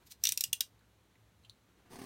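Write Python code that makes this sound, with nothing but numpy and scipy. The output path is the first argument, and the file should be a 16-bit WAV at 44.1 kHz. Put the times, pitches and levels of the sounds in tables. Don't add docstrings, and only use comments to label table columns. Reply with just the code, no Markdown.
import sys
import numpy as np
from scipy import signal
from scipy.fft import rfft, irfft
from scipy.io import wavfile

SR = 44100
rng = np.random.default_rng(int(sys.argv[2]) if len(sys.argv) > 2 else 0)


def digitize_waveform(pressure):
    field = np.atleast_2d(pressure).T
    bounded = np.clip(field, -1, 1)
    quanta = np.round(bounded * 32767).astype(np.int16)
    wavfile.write(sys.argv[1], SR, quanta)


N = 90404
T = np.arange(N) / SR

# t/s, crack level/dB,
# steel rattle level/dB, handle rattle level/dB, then f/Hz, level/dB for each of
NOTCHES = [ (0.2382, -21.5, -22, -31.5, 3150, -33.5, 3900, -38.5, 5800, -16),
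           (0.253, -26.5, -24.5, -22.5, 2320, -36, 3850, -27.5, 5780, -17.5),
           (0.2704, -23.5, -27.5, -29.5, 3650, -19.5, 4060, -23, 5900, -17.5),
           (0.2897, -32, -21.5, -26, 3130, -59.5, 3760, -49.5, 5910, -22),
           (.3215, -22, -26, -32.5, 2480, -32.5, 3050, -40, 5780, -22),
           (0.3754, -19.5, -38, -36, 2650, -31, 4000, -36, 5660, -23),
           (0.4079, -28.5, -21, -33, 2780, -35.5, 4020, -24, 5506, -22),
           (.4386, -27.5, -22, -32, 2857, -24, 4700, -40, 5600, -22),
           (0.5297, -25, -20.5, -35, 2814, -19.5, 3420, -20.5, 5420, -24.5),
           (0.6073, -18.5, -25.5, -34, 3300, -23.5, 3790, -18.5, 5540, -19)]
# t/s, level/dB
REBOUNDS = [(0.5317, -27), (0.6094, -24)]
HANDLE_RISE_S = 0.0011


def from_db(db):
    return 10 ** (np.asarray(db) / 20)


def noise(colour, bands=()):
    hz, db = np.transpose(colour)
    f = np.fft.rfftfreq(N, 1 / SR) + 1e-9
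    shape_db = np.interp(np.log(f), np.log(hz), db)
    shape_db += sum(boost / (1 + (2 * (f - centre) / width) ** 2) for centre, width, boost in bands)
    x = irfft(rfft(rng.standard_normal(N)) * from_db(shape_db), N)
    return x / x.std()


def level(curve):
    return from_db(np.interp(T, *np.transpose(curve)))


def blow(s, db, t60, rise=.0001):
    age = np.maximum(T - s, 0)
    return (1 - np.exp(-age / rise)) * from_db(db - 60 * np.minimum(age / t60, 4))


def ring(s, db, hz, t60, rise):
    return blow(s, db, t60, rise) * np.sin(2 * np.pi * hz * (T - s))


def burst(x, envelope):
    return x * envelope * np.linalg.norm(envelope) / (np.linalg.norm(x * envelope) + 1e-12)


def grain(rough_db, per_s):
    steps = rng.standard_normal(N)
    gain = from_db(rough_db * np.interp(T * per_s, np.arange(N), steps))
    return gain / np.sqrt(np.mean(gain ** 2))


def background():
    air_colour = [(15, -88), (25, -30), (41, -14.5), (61, 0.5), (113, -4), (140, -5.5), (173, -4),
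                  (762, -15), (848, -13.5), (2630, -20), (4150, -21), (4870, -27), (6210, -24.5),
                  (8130, -28), (15500, -31)]
    hum_tones = [(60, -78.5), (108, -74.5)]
    rumble_swells = [(0, -77), (.18, -80), (.24, -67), (.34, -67), (.41, -87), (.49, -60), (.57, -78.5),
                     (1.25, -86), (1.34, -79), (1.41, -67.5), (1.46, -81), (1.6, -77), (1.7, -81.5),
                     (2.05, -77)]
    rumble_colour = [(25, -32.5), (45, -10), (60, -4.5), (110, -1.5), (180, -12.5), (500, -40.5),
                     (2000, -74)]
    hum = np.zeros(N)
    for hz, db in hum_tones:
        tone = np.sqrt(2) * np.sin(2 * np.pi * (hz * T + rng.random()))
        hum += from_db(db) * tone * grain(rough_db=5, per_s=14)
    return from_db(-70) * noise(air_colour) + hum + level(rumble_swells) * noise(rumble_colour)


def room(x):
    colour = [(200, 2.2), (2500, 4.1), (6000, 2.1), (10000, 0), (15500, -2.7)]
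    predelay_s, wet_db = 0.0026, -11
    early = blow(predelay_s, db=4.5, t60=.05, rise=.001)
    late = blow(predelay_s, db=0, t60=.13, rise=.002)
    response = (noise(colour) * np.hypot(early, late) * grain(rough_db=1.5, per_s=1500))[:SR // 2]
    return from_db(wet_db) * signal.fftconvolve(x, response / np.linalg.norm(response))[:N]


def settling():
    moves = [(0, -82), (.026, -64), (.045, -86), (.15, -100), (1.66, -100), (1.69, -72.5), (1.75, -83),
             (1.79, -69.5), (1.83, -78), (1.865, -67.5), (1.9, -70), (1.93, -95)]
    colour = [(100, -12), (250, -5.5), (370, 0.5), (520, -11), (780, -11), (1600, -13), (3000, -19.5),
              (6000, -28), (15000, -34.5)]
    return level(moves) * noise(colour) * grain(rough_db=2, per_s=300)


def thumb():
    rubs = [(0, -85), (.055, -79), (.072, -58.5), (.09, -76.5), (.108, -55.5), (.122, -46), (.135, -64),
            (.16, -97.5), (.225, -69.5), (.237, -58), (.247, -42), (.285, -44), (.33, -53.5), (.36, -66),
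            (.46, -62), (.51, -76.5), (.7, -91), (.8, -110)]
    colour = [(590, -73), (1000, -31.5), (2180, -12.5), (2680, -12), (4440, -7.5), (9150, -10.5),
              (10600, -19), (11600, -7.5), (15500, -13.5)]
    return level(rubs) * noise(colour) * grain(rough_db=3, per_s=1600)


def touches():
    # t/s, ring level/dB, f/Hz, t60/s, rise/s, scratch level/dB
    ticks = [(.068, -71, 3280, 0.013, .002, -70), (0.792, -69, 4400, .01, 0.00025, -67),
             (0.807, -67.5, 1500, .06, .002, -84), (1.155, -60.5, 2200, 0.018, .0004, -73),
             (1.436, -68, 2860, 0.032, .001, -63.5), (1.447, -51.5, 2990, 0.037, 0.0025, -58),
             (1.4967, -44, 4030, 0.015, 0.00025, -47)]
    scratch_colour = [(1500, -14), (3000, -21), (3900, 19), (5400, -12), (6200, 8.5), (7000, -7),
                      (7500, 8.5), (8300, -13), (9200, 7), (10300, -8), (11500, -15), (14000, -16),
                      (15600, -6)]
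    third_octave, skirt_db = np.cbrt(2), -23
    scratch, out = noise(scratch_colour), np.zeros(N)
    for s, db, hz, t60, rise, scratch_db in ticks:
        band = noise([(hz / 2, 2 * skirt_db), (hz / third_octave, skirt_db), (hz, 0),
                      (hz * third_octave, skirt_db), (hz * 2, 2 * skirt_db)])
        out += burst(band, blow(s, db, t60, rise))
        out += burst(scratch, blow(s, scratch_db, t60, rise))
    return out


def cut():
    stroke = [(1.885, -97), (1.905, -59), (1.92, -57.5), (1.945, -55), (1.98, -60), (2.0, -54.5),
              (2.03, -54), (2.05, -53)]
    colour = [(45, -14.5), (100, -6), (230, 0.5), (320, -10.5), (380, 1), (510, -14.5), (740, -8.5),
              (1180, -11.5), (1340, -22), (1710, -14), (3000, -21.5), (4300, -20), (6300, -20.5),
              (7300, -28), (9500, -26.5), (12300, -30.5), (14000, -28.5), (15500, -28.5)]
    blade_bands = [(6280, 550, 1), (8200, 230, 7), (8490, 370, 6.5), (9300, 340, 8), (10240, 300, 4.5),
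                   (11150, 400, 7.5), (13900, 1494, 3)]
    ridges = [(1.917, -56.5), (1.932, -54.5), (1.956, -49.5), (1.987, -47.5), (2.015, -48)]
    bench_modes = [(108, -1, 0.044), (207, 0, 0.047), (252, 0.5, 0.071), (388, -0.5, 0.096),
                   (740, -7, 0.046), (1010, -25.5, 0.027), (1730, -21.5, .02)]
    force, knocks = level(stroke), np.zeros(N)
    for s, db in ridges:
        force += blow(s, db + 0.5, t60=0.052, rise=0.0022)
        for hz, mode_db, t60 in bench_modes:
            polarity = rng.choice([-1, 1])
            knocks += polarity * ring(s, db + mode_db + rng.normal(0, 1.4), hz, t60, rise=0.0009)
    return force * noise(colour, blade_bands) * grain(rough_db=2, per_s=900) + knocks


def knife_ring():
    spring_modes = [(1, 1), (.96, -10), (1.085, -9)]
    handle_t60_s = 0.018
    out = sum(ring(s, db - 26, hz=984.4, t60=0.024, rise=HANDLE_RISE_S) for s, db in REBOUNDS)
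    for s, *_, low_hz, low_db, high_hz, high_db, spring_hz, spring_db in NOTCHES:
        out += ring(s, low_db, low_hz, handle_t60_s, HANDLE_RISE_S)
        out -= ring(s, high_db, high_hz, handle_t60_s, HANDLE_RISE_S)
        for ratio, db in spring_modes:
            out += ring(s, spring_db + db, spring_hz * ratio, t60=.014, rise=.0004)
    return out


def ratchet():
    steel_colour = [(2500, -20.5), (4500, -5), (5700, 2), (7200, -2.5), (8200, 1.5), (9300, 0.5),
                    (10500, -6.5), (12200, 0), (13000, -2.5), (14000, -1.5), (15400, -2), (16000, -5.5)]
    handle_colour = [(300, -14), (700, -14.5), (1000, -22.5), (1300, -11.5), (1800, -10.5), (2500, 0.5),
                     (3500, 2.5), (4500, -3), (7000, -25), (12000, -59)]
    crack_t60_s, low_cut_hz = 0.0088, 2000
    hiss_s, hiss_db = 0.0012, -21
    steel, handle, out = noise(steel_colour), noise(handle_colour), np.zeros(N)
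    for s, crack_db, steel_db, handle_db, *_ in NOTCHES:
        hiss_gate = (T > s - hiss_s) & (T < s)
        out += (steel + handle) * from_db(crack_db + hiss_db) * hiss_gate
        crack = blow(s, crack_db, crack_t60_s)
        rattle = blow(s, steel_db, t60=0.021)
        out += burst(steel, np.hypot(crack, rattle))
        out += burst(handle, blow(s, handle_db, t60=0.023, rise=HANDLE_RISE_S))
    for s, db in REBOUNDS:
        out += burst(steel + handle, blow(s, db, crack_t60_s))
    return signal.sosfilt(signal.butter(2, low_cut_hz, "high", fs=SR, output="sos"), out)


def scene():
    handling = ratchet() + thumb() + touches() + settling() + cut()
    ringing = knife_ring()
    room_send = handling + from_db(-4.5) * ringing
    return (handling + ringing + room(room_send) + background())[None]


def record(dry):
    ceiling, high_cut_hz = 0.53, 15900
    rounded = ceiling * np.tanh(dry / ceiling)
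    return signal.sosfilt(signal.ellip(10, .2, 70, high_cut_hz, fs=SR, output="sos"), rounded)


dry = scene()
out = record(dry)
digitize_waveform(out)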